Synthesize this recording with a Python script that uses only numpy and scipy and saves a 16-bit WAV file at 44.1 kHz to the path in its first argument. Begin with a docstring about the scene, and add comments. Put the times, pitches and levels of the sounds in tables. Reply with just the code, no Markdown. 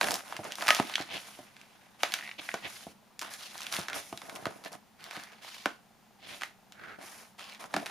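"""Leafing through a spiral-bound booklet

A hand turns the pages of a paper booklet on a wooden desk, close by in a small, quiet room.
Filtered, crackly noise makes the sheets slide; short bursts make them snap and flop onto the stack.
A fingertip drags, or sticks and slips in short chirps. Decaying tones ring the plucked spiral and,
at the end, the desk under the knocking spine. A faint hum with quick ticks lies underneath."""
import sys
import numpy as np
from scipy import signal
from scipy.fft import rfft, irfft, next_fast_len
from scipy.io import wavfile

SR = 44100
rng = np.random.default_rng(int(sys.argv[2]) if len(sys.argv) > 2 else 0)


def pcm_store(signal):
    """Save signal as 16-bit PCM."""
    levels = np.round(np.clip(np.atleast_2d(signal), -1, 1) * 32767)
    wavfile.write(sys.argv[1], SR, levels.astype(np.int16).T)


N = 348390

# Colour of fibres that brush past each other. 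Each row: frequency in Hz, level in dB per Hz.
FIBRE_COLOUR = [(450, 3.5), (1100, 6), (4500, 1.5), (7500, -4)]


def from_db(db):
    """Decibels to gain."""
    return 10 ** (np.asarray(db) / 20)


def rms_one(x):
    """Scale to unit power."""
    return x / np.sqrt(np.mean(x ** 2) + 1e-20)


def at_hz(points, hz):
    """Read a spectrum on a log-frequency axis."""
    f, value = np.transpose(points)
    return np.interp(np.log(hz + 1), np.log(f), value)


def add(out, s, sound):
    """Mix a short sound in at time s, in seconds."""
    start = max(0, round(s * SR))
    part = out[..., start:start + sound.shape[-1]]
    part += sound[..., :part.shape[-1]]


def cut(x, hz, kind, order=2):
    """Butterworth low-pass ("low") or high-pass ("high")."""
    sections = signal.butter(order, np.clip(hz, 10, .45 * SR), kind, fs=SR, output="sos")
    return signal.sosfilt(sections, x)


def resonate(x, hz, width_hz):
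    """One resonance with a gain of about 1 at its top."""
    r = np.exp(-np.pi * width_hz / SR)
    feedback = [1, -2 * r * np.cos(2 * np.pi * hz / SR), r * r]
    return signal.lfilter(np.array([1, 0, -1]) * (1 - r * r) / 2, feedback, x)


def resonate_twice(x, hz, width_hz):
    """The same resonance two times over, for steeper sides."""
    return resonate(resonate(x, hz, width_hz), hz, width_hz)


def drift(rate):
    """Smooth random wander of unit power that heads for a new value rate times a second."""
    knots = rng.standard_normal(4096)
    return rms_one(np.interp(np.arange(N) / SR * rate, np.arange(len(knots)), knots))


def spread(pair, spectrum):
    """Colour two unrelated signals and mix them to a left and right that agree least in the bass; rms 1."""
    # How alike left and right are. Each row: frequency in Hz, likeness from 0 to 1.
    likeness = [(200, 0.12), (1500, 0.65), (14000, 0.65)]
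    size = next_fast_len(N + 4096)
    hz = np.arange(size // 2 + 1) * SR / size
    mid, side = rfft(pair, size) * from_db(at_hz(spectrum, hz))
    alike = np.clip(at_hz(likeness, hz), 0, .999)
    left_right = np.sqrt(1 + alike) * mid + np.sqrt(1 - alike) * side * [[1], [-1]]
    return rms_one(irfft(left_right, size)[:, :N])


def swell_and_fade(progress, peak, steepness=1.256):
    """The speed of a stroke: up from rest until the share peak of its length, then back to rest."""
    rise_and_fall = np.interp(progress, [0, np.clip(peak, .05, .9), 1], [0, 1, 0])
    return np.sin(np.pi / 2 * rise_and_fall) ** steepness


def disperse(x):
    """Bending waves cross a sheet treble first, so each click becomes a tiny falling chirp."""
    bend_lag_s = 0.001315   # sets the delay: it grows as 1 / sqrt(frequency) and is zero at the very top
    size = next_fast_len(len(x) + 4096)
    hz = np.arange(size // 2 + 1) * SR / size
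    cycles = bend_lag_s * (2 * np.sqrt(1000 * hz) - hz * np.sqrt(2000 / SR))
    return irfft(rfft(x, size) * np.exp(-2j * np.pi * cycles), size)[:len(x)]


def friction(spectrum, catches_per_s, catch_db, judder_db):
    """Countless fibres brush past each other; some catch and let go with a tick, and the contact judders."""
    catches = (rng.random(N) < catches_per_s / SR) * rng.standard_normal((2, N))
    fibres = rng.standard_normal((2, N)) + from_db(catch_db) * rms_one(catches)
    judder = from_db(judder_db * np.clip(drift(110), -2, 2))
    return spread(fibres * judder, spectrum)


def ringing(blows, modes, t60_s):
    """Each blow sets the modes of a body ringing; they lose 60 dB in t60_s seconds."""
    out, t = np.zeros(N), np.arange(SR // 2) / SR
    ring = np.zeros(len(t))
    for k, (hz, db) in enumerate(modes):
        ring += (-1) ** k * from_db(db - 60 * t / t60_s) * np.sin(2 * np.pi * hz * t)
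    for s, level_db in blows:
        add(out, s, from_db(level_db) * ring)
    return out


def quiet_room():
    """Steady, coloured noise is the hush of the room."""
    # Colour of the hush. Each row: frequency in Hz, level in dB per Hz.
    hush_colour = [(60, -25), (140, -13.5), (300, -19.5), (450, -20.5), (1500, -25), (15000, -38.5)]
    return from_db(-63.3) * spread(rng.standard_normal((2, N)), hush_colour)


def hum_and_ticks(tick_hz=790, hum_hz=208, tick_db=-69, hum_db=-68.5):
    """Narrow noise makes a faint hum; noise bursts that die away 25 times a second make faint ticks."""
    since_tick = (np.arange(N) / SR - .026) % .04
    noise = rng.standard_normal((2, N))
    ticks = resonate_twice(noise[0] * np.exp(-since_tick / .016), tick_hz, 380)
    hum = resonate_twice(noise[1], hum_hz, 40)
    return from_db(tick_db) * rms_one(ticks) + from_db(hum_db) * rms_one(hum)


def room(x, dull_hz=7000, shared=0.92, build_s=0.00067, t60_s=0.26):
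    """Reflections from desk and walls thicken and die away, the treble first."""
    t = np.arange(SR // 2) / SR
    noise = rng.standard_normal((3, len(t)))
    echoes = cut(shared * noise[0] + noise[1:], 123, "high")
    lows = cut(echoes, dull_hz, "low", order=1)
    highs = (echoes - lows) * from_db(-90 * t)   # an extra loss of 90 dB a second
    tail = (lows + highs) * from_db(-60 * t / t60_s) * (1 - np.exp(-t / build_s))
    return signal.fftconvolve(x, rms_one(tail) / np.sqrt(len(t)), axes=1)[:, :N]


def desk_knocks():
    """The spine knocks on the desk, and the desk top rings."""
    # Knocks. Each row: time in seconds, level in dB.
    knock_times = [(7.743, -37), (7.766, -34)]
    # Tones of the desk top. Each row: frequency in Hz, level in dB.
    desk_modes = [(168, -5), (214, -4), (286, 1), (380, -2)]
    return ringing(knock_times, desk_modes, t60_s=0.14)


def spiral_plucks():
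    """A sheet catches in the spiral and plucks it, and the coil rings."""
    # Plucks. Each row: time in seconds, level in dB.
    pluck_times = [(.689, -22), (.7055, -28)]
    # Tones of the coil. Each row: frequency in Hz, level in dB.
    coil_modes = [(1258, 0), (1746, -7), (1890, -6)]
    return ringing(pluck_times, coil_modes, t60_s=.15)


def stutter(start, length_s, count, first_db, last_db, hz):
    """The finger speeds up and slows, so slips crowd and weaken midway; rows (s, peak dB, Hz)."""
    midway_gap = 0.5      # gap between slips at the fastest point, as a share of the mean gap
    midway_loss_db = 8    # quick slips store less strain
    tightening = 0.09     # share by which the pitch rises over a run as the page is pulled taut
    way = np.linspace(-1, 1, round(count))
    times = start + length_s * (1 + midway_gap * way + (1 - midway_gap) * way * way * way) / 2
    levels_db = np.linspace(first_db, last_db, len(way)) - midway_loss_db * (1 - way * way)
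    return zip(times, levels_db, hz * (1 + tightening * (1 + way) / 2))


def slips(swell_s=0.00083, rasp=16, overshoot=0.984, sag_s=0.0004):
    """Each slip shakes the page in a few cycles that sag to its pitch; hard slips rasp, gentle ones chirp."""
    # Runs of slips of a fingertip. Each row: start in seconds, length in seconds, number of slips,
    # level of the first slip in dB, level of the last slip in dB, starting pitch in Hz.
    slip_runs = [(.938, 0.017, 2, -23, -9.5, 2600), (2.188, 0.125, 11, -29, -27, 1830),
                 (2.4895, .026, 2, -22, -29, 1700)]
    out, t = np.zeros(N), np.arange(SR // 40) / SR
    swell = np.sqrt(t / swell_s) * np.exp(-t / swell_s / 2)
    bent_t = t + overshoot * sag_s * (1 - np.exp(-t / sag_s))   # time runs fast at first: a higher pitch
    for run in slip_runs:
        for s, level_db, hz in stutter(*run):
            scratch = rms_one(resonate_twice(rng.standard_normal(len(t)), hz, .8 * hz))
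            chirp = swell * (np.sin(2 * np.pi * hz * bent_t) + rasp * from_db(level_db) * scratch)
            add(out, s, from_db(level_db) * chirp / np.abs(chirp).max())
    return out


def drags(grain_db=-2):
    """A pressed fingertip scrapes in one resonance over a crackly grain; it swells slowly and stops sooner."""
    # Drags along a page held flat. Each row: start in seconds, length in seconds, level in dB,
    # centre of the scrape in Hz, width of the scrape in Hz.
    drag_strokes = [(1.075, .125, -41, 2200, 2600), (2.378, .026, -41, 2500, 2400),
                    (2.612, .075, -42.5, 2100, 1900), (3.87, .11, -46, 1380, 620),
                    (6.18, .22, -50.5, 2000, 3400), (6.73, .26, -49.5, 1420, 900)]
    skin = friction(FIBRE_COLOUR, catches_per_s=540, catch_db=-1.5, judder_db=2)
    out = np.zeros((2, N))
    for start, length_s, level_db, hz, width_hz in drag_strokes:
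        i = np.arange(int(start * SR), int((start + length_s) * SR))
        grain = rms_one(cut(skin[:, i], hz, "low", order=1))
        scrape = rms_one(resonate_twice(skin[:, i], hz, width_hz)) + from_db(grain_db) * grain
        speed = swell_and_fade((i / SR - start) / length_s, peak=0.63)
        add(out, start, from_db(level_db) * speed * scrape)
    return out


def flops(patter_db=-24, soft_hz=2200):
    """A landing page squeezes out air and patters to rest; a heavy hand thuds lower than a sheet."""
    # Landings on the stack. Each row: time in seconds, peak level in dB, lowest pitch of the thud in Hz.
    landings = [(0.392, -31.5, 85), (.799, -15.5, 169), (1.003, -29.5, 114), (1.39, -39, 97),
                (2.541, -26, 222), (2.868, -33.5, 72), (3.788, -27.5, 83), (4.127, -31, 84),
                (4.425, -41.5, 75), (4.467, -24.5, 108), (5.172, -38, 130), (5.66, -25.5, 207),
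                (7.766, -21.5, 300)]
    # Air cushion and stack under a page. Each row: frequency in Hz, level in dB, time to fall 60 dB in seconds.
    stack_modes = [(136, -10.5, 0.018), (242, 9, 0.0031), (676, -2.5, 0.0068)]
    out, t = np.zeros(N), np.arange(SR // 5) / SR
    modes = sum(from_db(db - 60 * t / t60) * np.sin(2 * np.pi * hz * t) for hz, db, t60 in stack_modes)
    for s, level_db, lowest_hz in landings:
        settle_s = 0.0022 * 2 ** (-level_db / 12.5)   # a landing 12.5 dB harder settles in half the time
        patter = from_db(patter_db) * np.exp(-t / settle_s) * rng.standard_normal(len(t))
        push = (t == 0) + patter
        thud = cut(signal.fftconvolve(push, modes)[:len(t)], soft_hz, "low")
        thud = cut(thud, lowest_hz, "high", order=3)
        add(out, s, from_db(level_db) * thud / np.abs(thud).max())
    return out


def snap(hz, crisp_db, ripple_db=-17, ripple_cycles=2.55, shiver_db=-33, shiver_s=0.026,
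         width=0.96, crack_hz=4000):
    """A patch of paper flips in one jolt; bending waves ripple back and the sheet shivers on."""
    t = np.arange(SR // 8) / SR
    ripple = from_db(ripple_db) * np.exp(-t * hz / ripple_cycles)
    ripple = ripple + from_db(shiver_db) * np.exp(-t / shiver_s)
    # one noise shared by both sides, plus a little of its own for each
    noise = rng.standard_normal(len(t)) + 0.35 * rng.standard_normal((2, len(t)))
    force = (t == 0) + ripple * noise
    body = cut(resonate(force, hz, width * hz), hz * 0.15, "high")
    body = cut(body, hz * 7, "low", order=1)
    crack = resonate(force, crack_hz, 1600) - from_db(-4) * resonate(force, 7700, 6600)
    both = body / np.abs(body).max() + from_db(crisp_db) * crack / np.abs(crack).max()
    sound = np.array([disperse(side) for side in both])
    return sound / np.abs(sound).max()


def snaps():
    """Sheets buckle or flick their edges free; the gentler the snap, the crisper."""
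    # Snaps. Each row: time in seconds, peak level in dB, pitch of the bent patch in Hz.
    snap_events = [(0.0116, -10.5, 1310), (0.03, -17.5, 1680), (.042, -17.5, 1190), (.085, -17.5, 1470),
                   (0.108, -14, 4070), (.119, -17.5, 3970), (0.1415, -14, 4540), (0.156, -19.5, 4900),
                   (0.324, -25, 850), (0.366, -26, 1660), (0.45, -27, 780), (0.521, -23, 2600),
                   (.555, -24, 4130), (.623, -20, 1090), (0.6702, -18.5, 2370), (0.6811, -10.5, 1880),
                   (0.6877, -8.5, 1430), (0.7049, -2, 1430), (.748, -13, 3560), (0.7984, -17.5, 1220),
                   (1.566, -38, 1920), (1.614, -37, 2270), (2.033, -10.5, 1570), (2.121, -20.5, 2900),
                   (2.139, -10.5, 2500), (2.541, -20.5, 1270), (3.193, -21, 4400), (3.215, -22.5, 2780),
                   (3.338, -26, 4000), (3.579, -27.5, 4470), (3.607, -27, 4970), (3.618, -28, 3000),
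                   (3.632, -30, 5170), (3.667, -22.5, 2300), (3.725, -18, 3900), (3.737, -36, 2500),
                   (3.884, -21, 1440), (3.899, -26.5, 1500), (3.931, -22.5, 1760), (3.943, -27, 2160),
                   (4.127, -29, 965), (4.175, -27.5, 2420), (4.217, -31, 1180), (4.296, -30, 1500),
                   (4.4552, -18, 1220), (4.468, -27, 1260), (5.041, -29.5, 3800), (5.11, -27, 1790),
                   (5.166, -29, 1520), (5.237, -31.5, 4450), (5.567, -43, 4500), (5.6576, -13, 1160),
                   (6.411, -29.5, 1780), (6.419, -23, 1300), (6.434, -20.5, 1630), (6.722, -36, 2200),
                   (7.393, -36.5, 2330), (7.548, -35.5, 2900), (7.74, -17, 1000), (7.764, -16.5, 1190),
                   (7.860, -25.5, 1650), (7.865, -25, 1670)]
    out = np.zeros((2, N))
    for s, level_db, hz in snap_events:
        crisp_db = -33.5 - 0.3 * level_db   # the bright crack gains 0.3 dB for each dB gentler
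        add(out, s, from_db(level_db) * snap(hz, crisp_db))
    return out


def crinkle(size_spread_db=4.5, flurry_db=4, dullness=0.79):
    """Tiny creases give way in flurries, each with a random size and one of twelve pitches; rms 1."""
    sizes = from_db(size_spread_db * np.minimum(rng.exponential(1, N), 2)) * rng.choice([-1, 1], N)
    creases_per_s = 95 * from_db(flurry_db * drift(20))
    ticks = sizes * (rng.random(N) < creases_per_s / SR)
    pitches_hz = np.geomspace(900, 7000, 12)
    dealt = rng.integers(0, len(pitches_hz), N)
    out = np.zeros(N)
    for k, hz in enumerate(pitches_hz):
        # the tiny offset keeps the filter clear of extremely small numbers
        out += resonate(ticks * (dealt == k) + 1e-18, hz, .5 * hz) / hz ** dullness
    return rms_one(disperse(out))


def under_page(pair):
    """An echo from the changing gap under the moving page keeps shifting the colour of the rub."""
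    n = np.arange(N)
    lag = 0.000483 * SR * np.exp(0.41 * drift(12))   # in samples
    echo = np.array([np.interp(n - lag, n, channel) for channel in pair])
    return rms_one(pair - from_db(-11) * echo)


def sliding(flex_db=-11, flex_steepness=3.02, crumple_db=-41):
    """Strokes speed up and come to rest; the more of a sheet moves, the lower it rubs and rumbles along."""
    # Strokes of a finger or sheet over paper. Each row: start in seconds, length in seconds,
    # rub level in dB, centre of the rub in Hz, hiss level in dB.
    slide_strokes = [(.0, 0.25, -37, 944, -40), (0.224, 0.37, -50.5, 1300, -56),
                     (0.427, 0.15, -44.5, 1130, -56), (0.563, 0.22, -42, 1340, -47.5),
                     (0.672, 0.17, -40, 2430, -42), (0.727, 0.43, -42.5, 1840, -52),
                     (0.973, 0.076, -42, 2090, -72), (1.105, 0.38, -50.5, 2190, -52),
                     (1.332, 1, -62.5, 1800, -70), (1.987, 0.44, -47.5, 1940, -54),
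                     (2.39, 0.32, -48, 1950, -54), (2.657, 0.31, -50.5, 2660, -51),
                     (3.21, 0.11, -41, 1450, -54), (3.3, 0.1, -48, 1630, -48.5),
                     (3.372, 0.2, -46, 3360, -53.5), (3.512, 0.48, -47.5, 1820, -53.5),
                     (3.713, 0.15, -38.5, 1430, -45), (3.94, 0.085, -38.5, 1430, -41.5),
                     (3.948, 0.34, -57, 1970, -53.5), (4.189, 0.64, -54, 1010, -58.5),
                     (4.351, 0.027, -45.5, 1260, -46), (4.637, 0.061, -41.5, 1460, -61),
                     (4.716, 0.054, -47, 950, -53), (4.972, 0.56, -51, 1740, -66),
                     (5.12, 0.17, -53, 1450, -60), (5.41, 0.39, -48.5, 3020, -61),
                     (6.256, 0.29, -52, 1880, -55.5), (6.983, 0.052, -51, 1060, -67),
                     (6.998, 0.36, -53, 1450, -53), (7.377, 0.25, -47, 2050, -65),
                     (7.59, 0.1, -44, 1110, -52.5), (7.68, 0.84, -48.5, 1050, -57)]
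    # Colour of a bending sheet. Each row: frequency in Hz, level in dB per Hz.
    flex_colour = [(50, -9.5), (160, 6.5), (480, 6), (720, 7.5), (1100, -4), (1800, -100.5)]
    # Colour of sheet sliding over sheet. Each row: frequency in Hz, level in dB per Hz.
    hiss_colour = [(4000, -5), (5500, 2), (6800, 0.5), (8200, -2), (10500, 2), (15500, -14.5)]
    flex = friction(flex_colour, catches_per_s=180, catch_db=-12.0, judder_db=6.0)
    rub = under_page(friction(FIBRE_COLOUR, catches_per_s=500, catch_db=-5, judder_db=2.5))
    hiss = friction(hiss_colour, catches_per_s=1200, catch_db=-8, judder_db=1.8)
    creases, out = crinkle(), np.zeros((2, N))
    for start, length_s, rub_db, hz, hiss_db in slide_strokes:
        i = np.arange(max(0, int(start * SR)), min(N, int((start + length_s) * SR)))
        progress = (i / SR - start) / length_s
        size = 1500 / hz   # how much of the sheet moves
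        scrape = rms_one(resonate(rub[:, i], hz, 1.5 * hz))
        rumble = from_db(flex_db) * size ** flex_steepness * flex[:, i]
        # forceful strokes crumple the sheet; gentle ones only brush it
        crumple = from_db(.55 * (rub_db - crumple_db)) * min(size, 1)
        rubbing = from_db(rub_db) * (scrape + rumble + crumple * creases[i]) / np.hypot(1, crumple)
        hissing = from_db(hiss_db) * hiss[:, i]
        speed = swell_and_fade(progress, peak=0.13)
        add(out, start, speed * (rubbing + hissing))
    return out


def scene():
    """The booklet, a little to the right, in a quiet room; light paper radiates little bass."""
    # Resonances of the open booklet and the desk under it. Each row: frequency in Hz, width in Hz, level in dB.
    book_resonances = [(320, 140, -6.5), (675, 150, -0.5)]
    paper = sliding() + drags() + snaps() + flops() + slips()
    body = sum(from_db(db) * resonate(paper, hz, width_hz) for hz, width_hz, db in book_resonances)
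    booklet = cut(paper + body, 70, "high")
    booklet = booklet + spiral_plucks() + desk_knocks()
    pan_db = -1.86   # left minus right
    heard = (booklet + from_db(-11) * room(booklet)) * from_db(pan_db * np.array([[.5], [-.5]]))
    return heard + hum_and_ticks() + quiet_room()


def record(dry):
    """The housing scatters treble unequally into two microphone ports and leaves a dip; the top is cut."""
    scattered = np.roll(resonate(dry.mean(axis=0), 13500, 4500), 4)   # four samples late
    unequal = from_db(-16) * scattered + from_db(-13) * resonate(dry, 6000, 3500)
    ports = dry + unequal * [[1], [-1]]
    coloured = ports - 0.64 * resonate(ports, 7900, 500)
    top_cut = signal.ellip(10, .1, 80, 15400, fs=SR, output="sos")   # steep low-pass at 15400 Hz
    return signal.sosfilt(top_cut, coloured)


dry = scene()
out = record(dry)
pcm_store(out)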